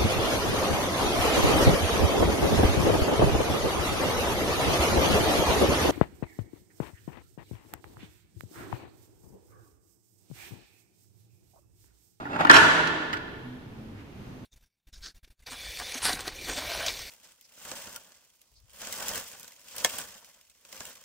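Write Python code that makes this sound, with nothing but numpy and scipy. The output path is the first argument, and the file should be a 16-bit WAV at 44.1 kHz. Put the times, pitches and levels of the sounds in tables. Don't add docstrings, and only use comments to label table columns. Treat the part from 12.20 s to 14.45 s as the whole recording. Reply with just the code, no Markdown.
import sys
import numpy as np
from scipy import signal
from scipy.fft import rfft, irfft, next_fast_len
from scipy.io import wavfile
from scipy.ndimage import map_coordinates

SR = 44100
rng = np.random.default_rng(int(sys.argv[2]) if len(sys.argv) > 2 else 0)


def decibels_to_gain(level_db):
    exponent = np.asarray(level_db, float) / 20
    return 10 ** exponent


def unload_wav(signal):
    wavfile.write(
        sys.argv[1],
        SR,
        np.round(np.clip(np.atleast_2d(signal).T, -1, 1) * 32767).astype(np.int16),
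    )


N = 99225

# f/Hz, width/Hz, level/dB
FREE_WALLS = [(266.5, 79, -16.5), (926, 182, -10.5), (1420, 80.5, 0.5), (2130, 220, -11.5),
              (2600, 390, -13.5), (3180, 770, -14.5), (4220, 970, -19)]
# f/Hz, level/dB
CLICK_COLOUR = [(700, -19), (1500, 5), (2500, 1), (4400, -4), (6000, -12.5), (11000, -24.5), (15600, -29)]


def unit(x):
    return x / np.sqrt(np.mean(x ** 2) + 1e-20)


def along(points, hz):
    f, v = np.transpose(points)
    return np.interp(np.log(hz + 1), np.log(f + 1), v)


def wobble(rate):
    return map_coordinates(rng.standard_normal(64), [np.arange(N) * np.clip(rate, 0, 25) / SR])


def filtered(x, response):
    n = x.shape[-1]
    padded = next_fast_len(n + SR // 4)
    hz = np.fft.rfftfreq(padded, 1 / SR)
    return irfft(rfft(x, padded) * response(hz), padded)[..., :n]


def coloured(noise, colour):
    return unit(filtered(noise, lambda hz: decibels_to_gain(along(colour, hz))))


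def ringing(peaks):
    def response(f):
        total = 0
        for k, (centre, width, db) in enumerate(peaks):
            damping = 1j * f * width
            total = total + (-1) ** k * decibels_to_gain(db) * damping / (centre ** 2 - f ** 2 + damping)
        return total
    return response


def bump(t, centre, half):
    return np.exp(-((t - centre) / half) ** 2)


def diffuse(pair):
    # f/Hz, likeness/1
    likeness = [(60, 0.94), (180, 0.86), (550, 0.39), (1650, -0.15), (4970, 0.055), (15000, -0.16)]

    def mid_side(hz):
        turn = np.arccos(np.clip(along(likeness, hz), -1, 1)) / 2
        return np.array([np.cos(turn), np.sin(turn)])
    mid, side = filtered(pair, mid_side)
    return np.array([mid + side, mid - side])


def heard(x, wet_db):
    # f/Hz, t60/s
    room_decay = [(100, 1.2), (300, 2.39), (1000, 1.37), (1600, 1.38), (3500, 1.6), (7000, 1.004),
                  (14000, 0.82)]
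    scatter_db, scatter_t60_s, right_lag_s = 3, 0.018, 0.0004
    gap_s, build_s = 0.004, 0.01
    t = np.arange(SR // 8) / SR
    near = diffuse(rng.standard_normal((2, len(t)))) * decibels_to_gain(-60 * t / scatter_t60_s)
    near = decibels_to_gain(scatter_db) * near / np.linalg.norm(near[0])
    near[[0, 1], [0, round(right_lag_s * SR)]] += 1

    hz, s, z = signal.stft(diffuse(rng.standard_normal((2, 2 * SR))), SR, nperseg=256)
    fade = decibels_to_gain(-60 * s / along(room_decay, hz)[:, None])
    tail = signal.istft(z * fade, SR, nperseg=256)[1]
    since_gap = np.maximum(np.arange(tail.shape[1]) / SR - gap_s, 0)
    tail = tail * (1 - np.exp(-since_gap / build_s))
    tail = decibels_to_gain(wet_db) * tail / np.linalg.norm(tail[0])
    tail[:, :len(t)] += near
    return signal.fftconvolve(x[None], tail, axes=1)


def hum():
    # f/Hz, level/dB
    air_colour = [(25, -11.5), (105, -4.5), (250, -6), (600, -18), (2800, -29), (5000, -36.5),
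                  (8000, -44.5), (15500, -44.5)]
    # f/Hz, level/dB, wander/(1/s)
    machine_tones = [(101.8, -50, 7.94), (125, -52, 10), (252, -52, 3.58), (292, -58, 5), (201, -64, 9.1)]
    # t/s, half length/s, f/Hz, level/dB
    machine_swells = [(.8, 0.062, 310, -38), (1.27, 0.062, 247, -46), (1.636, 0.12, 220, -46),
                      (2.0, 0.022, 205, -42.5), (0.5, 0.28, 162, -39.5), (.1, 0.071, 290, -40),
                      (0.39, 0.12, 102, -39), (0.342, 0.027, 275, -28), (0.948, .04, 295, -42)]
    t = np.arange(N) / SR
    air = filtered(rng.standard_normal((2, N)), lambda hz: decibels_to_gain(along(air_colour, hz)))
    air = unit(diffuse(air)) * decibels_to_gain(-45.5 + 0.3 * wobble(3.8) + 0.8 * wobble(6.8))
    tones = np.zeros(N)
    for hz, db, rate in machine_tones:
        level = decibels_to_gain(db - 1) * wobble(rate)
        tones += level * np.sin(2 * np.pi * hz * t + 0.43 * wobble(rate))
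    for s, half, hz, db in machine_swells:
        level = decibels_to_gain(db + 2.5) * bump(t, s, half)
        tones += level * np.sin(2 * np.pi * hz * t + 0.3 * wobble(17))
    return air + tones


def rustle():
    # t/s, half length/s, f/Hz, width/Hz, level/dB
    sweeps = [
        (1.8, 0.041, 1500, 1800, -55.5),
        (1.93, 0.24, 2400, 1360, -65),
        (2.13, 0.28, 6200, 600, -74.5),
        (1.09, 0.025, 2200, 2500, -65),
    ]
    t = np.arange(N) / SR
    out = np.zeros((2, N))
    for s, half, hz, width, db in sweeps:
        band = ringing([(hz, width, 0)])
        friction = unit(filtered(rng.standard_normal((2, N)), lambda f: band(f) ** 2))
        out += decibels_to_gain(db) * bump(t, s, half) * friction
    return out


def contacts(events, walls, colour, gain_db, thud_db, wet_db):
    # f/Hz, level/dB
    table_colour = [(29, -53), (50, -6.5), (235, -6), (269, -8.5), (420, 0.5), (900, -8), (1170, -33),
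                    (1980, -120)]
    rise_s, thud_s, crack_rise_s = 0.0016, 0.019, 0.00026
    cavity_width_hz, cavity_db = 27, 1
    soft_hz = 3500
    out = np.zeros((2, N + 3 * SR))
    t = np.arange(SR // 10) / SR
    wall_response = ringing(walls)
    for s, db, hz, crack_db, length in events:
        noise = rng.standard_normal((4, len(t)))
        rise = 1 - np.exp(-t / rise_s)
        push = rise * np.exp(-t / length)
        drift = np.cumsum(noise[3]) * np.sqrt(2 * np.pi * cavity_width_hz / SR)
        cavity = decibels_to_gain(cavity_db) * np.sin(2 * np.pi * hz * t + drift) * push
        soft = filtered(noise[0] * push, lambda f: wall_response(f) / (1 + 1j * f / soft_hz) ** 2)
        ring = cavity + soft * np.linalg.norm(push) / np.linalg.norm(soft)
        crack = coloured(noise[1], colour) * np.exp(-1.5 * t / length) * np.minimum(t / crack_rise_s, 1)
        thud = coloured(noise[2], table_colour) * rise * np.exp(-t / thud_s)
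        blow = 2 * ring + decibels_to_gain(crack_db) * crack + decibels_to_gain(thud_db) * thud
        sound = heard(decibels_to_gain(db + gain_db) * blow, wet_db)
        out[:, round(s * SR):][:, :sound.shape[1]] += sound
    return out[:, :N]


def settles():
    # t/s, peak/dB, cavity f/Hz, crack over ring/dB, contact length/s
    late_clicks = [
        (.672, -25, 1510, 5.5, 0.0067),
        (.9295, -28.5, 1762, 2.5, 0.015),
        (.969, -38.5, 1420, 7, 0.008),
    ]
    return contacts(late_clicks, FREE_WALLS, CLICK_COLOUR, gain_db=-7.5, thud_db=-21.5, wet_db=-30)


def slips(level_points, colour, wet_db):
    slips_per_s, scatter_db, gain_db = 9000, 1.5, -3
    s, db = np.transpose(level_points)
    t = np.arange(SR // 2) / SR
    happens = rng.random(len(t)) < slips_per_s / SR
    strength = rng.standard_normal(len(t)) * decibels_to_gain(scatter_db * rng.exponential(size=len(t)))
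    level = decibels_to_gain(np.interp(t, s, db, left=-120, right=-120) + gain_db)
    return heard(coloured(happens * strength, colour) * level, wet_db)[:, :N]


def creak():
    # t/s, level/dB
    rub_level = [(0, -40), (.05, -43), (.07, -52), (.115, -37.5), (.162, -32), (.18, -39), (.208, -23.5),
                 (.243, -29.5)]
    # f/Hz, level/dB
    rub_colour = [(50, -25), (170, -9), (290, -4), (520, -9), (850, 1.5), (1500, -9), (2700, -13),
                  (3500, -21.5), (15500, -52.5)]
    return slips(rub_level, rub_colour, wet_db=-0.5)


def rattle():
    # t/s, level/dB
    chatter_level = [(.314, -59), (.32, -26.5), (.345, -18), (.368, -12.5), (.385, -28.5), (.41, -40)]
    # f/Hz, level/dB
    chatter_colour = [(150, -38), (400, -8.5), (1100, 0), (2500, -8.5), (4300, -12.5), (7000, -25),
                      (12500, -36), (15600, -45)]
    return slips(chatter_level, chatter_colour, wet_db=-2)


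def ticks():
    # t/s, peak/dB, cavity f/Hz, crack over ring/dB, contact length/s
    rim_ticks = [
        (.052, -34.5, 866, -32.5, 0.017),
        (.131, -40, 2700, -30, .012),
        (.158, -27, 830, -25, .007),
        (.1895, -24, 1040, -16, .005),
        (.197, -20, 830, -23, 0.0057),
        (.2065, -16.5, 900, -7, 0.0059),
        (.2487, -8, 920, -10.5, .003),
        (.2695, -16, 1430, -9, .004),
    ]
    # f/Hz, width/Hz, level/dB
    shut_walls = [(292, 32, 5), (794, 140, 1), (1430, 140, 2.5), (1880, 200, -4), (2600, 260, -14),
                  (2880, 190, -9.5), (3630, 130, -12.5)]
    return contacts(rim_ticks, shut_walls, CLICK_COLOUR, gain_db=-8, thud_db=-21.5, wet_db=-0.5)


def clacks():
    # t/s, peak/dB, cavity f/Hz, crack over ring/dB, contact length/s
    lid_clacks = [
        (.2955, -3, 1771, -36, 0.0077),
        (.3128, 0, 1714, -6.5, 0.002),
        (.333, -9.5, 1508, -14, .005),
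        (.342, -12, 1420, -4, .005),
        (.352, -11, 1720, -26, .005),
        (.364, -10.5, 1716, -11.5, .006),
        (.384, -11, 1467, -36.5, .006),
    ]
    # f/Hz, level/dB
    crack_colour = [(1500, -25), (2800, -4), (4500, -5.5), (6500, -0.5), (8500, -6.5), (11000, -16),
                    (13500, -16), (15600, -40)]
    return contacts(lid_clacks, FREE_WALLS, crack_colour, gain_db=-7.5, thud_db=-18.5, wet_db=3)


def scene():
    lid = ticks() + clacks() + settles()
    friction = creak() + rattle() + rustle()
    lean_db = -0.6
    return (lid + friction + hum()) * decibels_to_gain([[lean_db], [-lean_db]])


def top_cut(x):
    return signal.sosfilt(signal.butter(12, 15730, fs=SR, output="sos"), x)


def record(dry):
    ceiling, knee, top_hz = 0.98, 6, 15400
    x = dry / (1 + np.abs(dry / ceiling) ** knee) ** (1 / knee)
    x = filtered(x, lambda hz: hz < top_hz)
    return top_cut(x)


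dry = scene()
out = record(dry)
unload_wav(out)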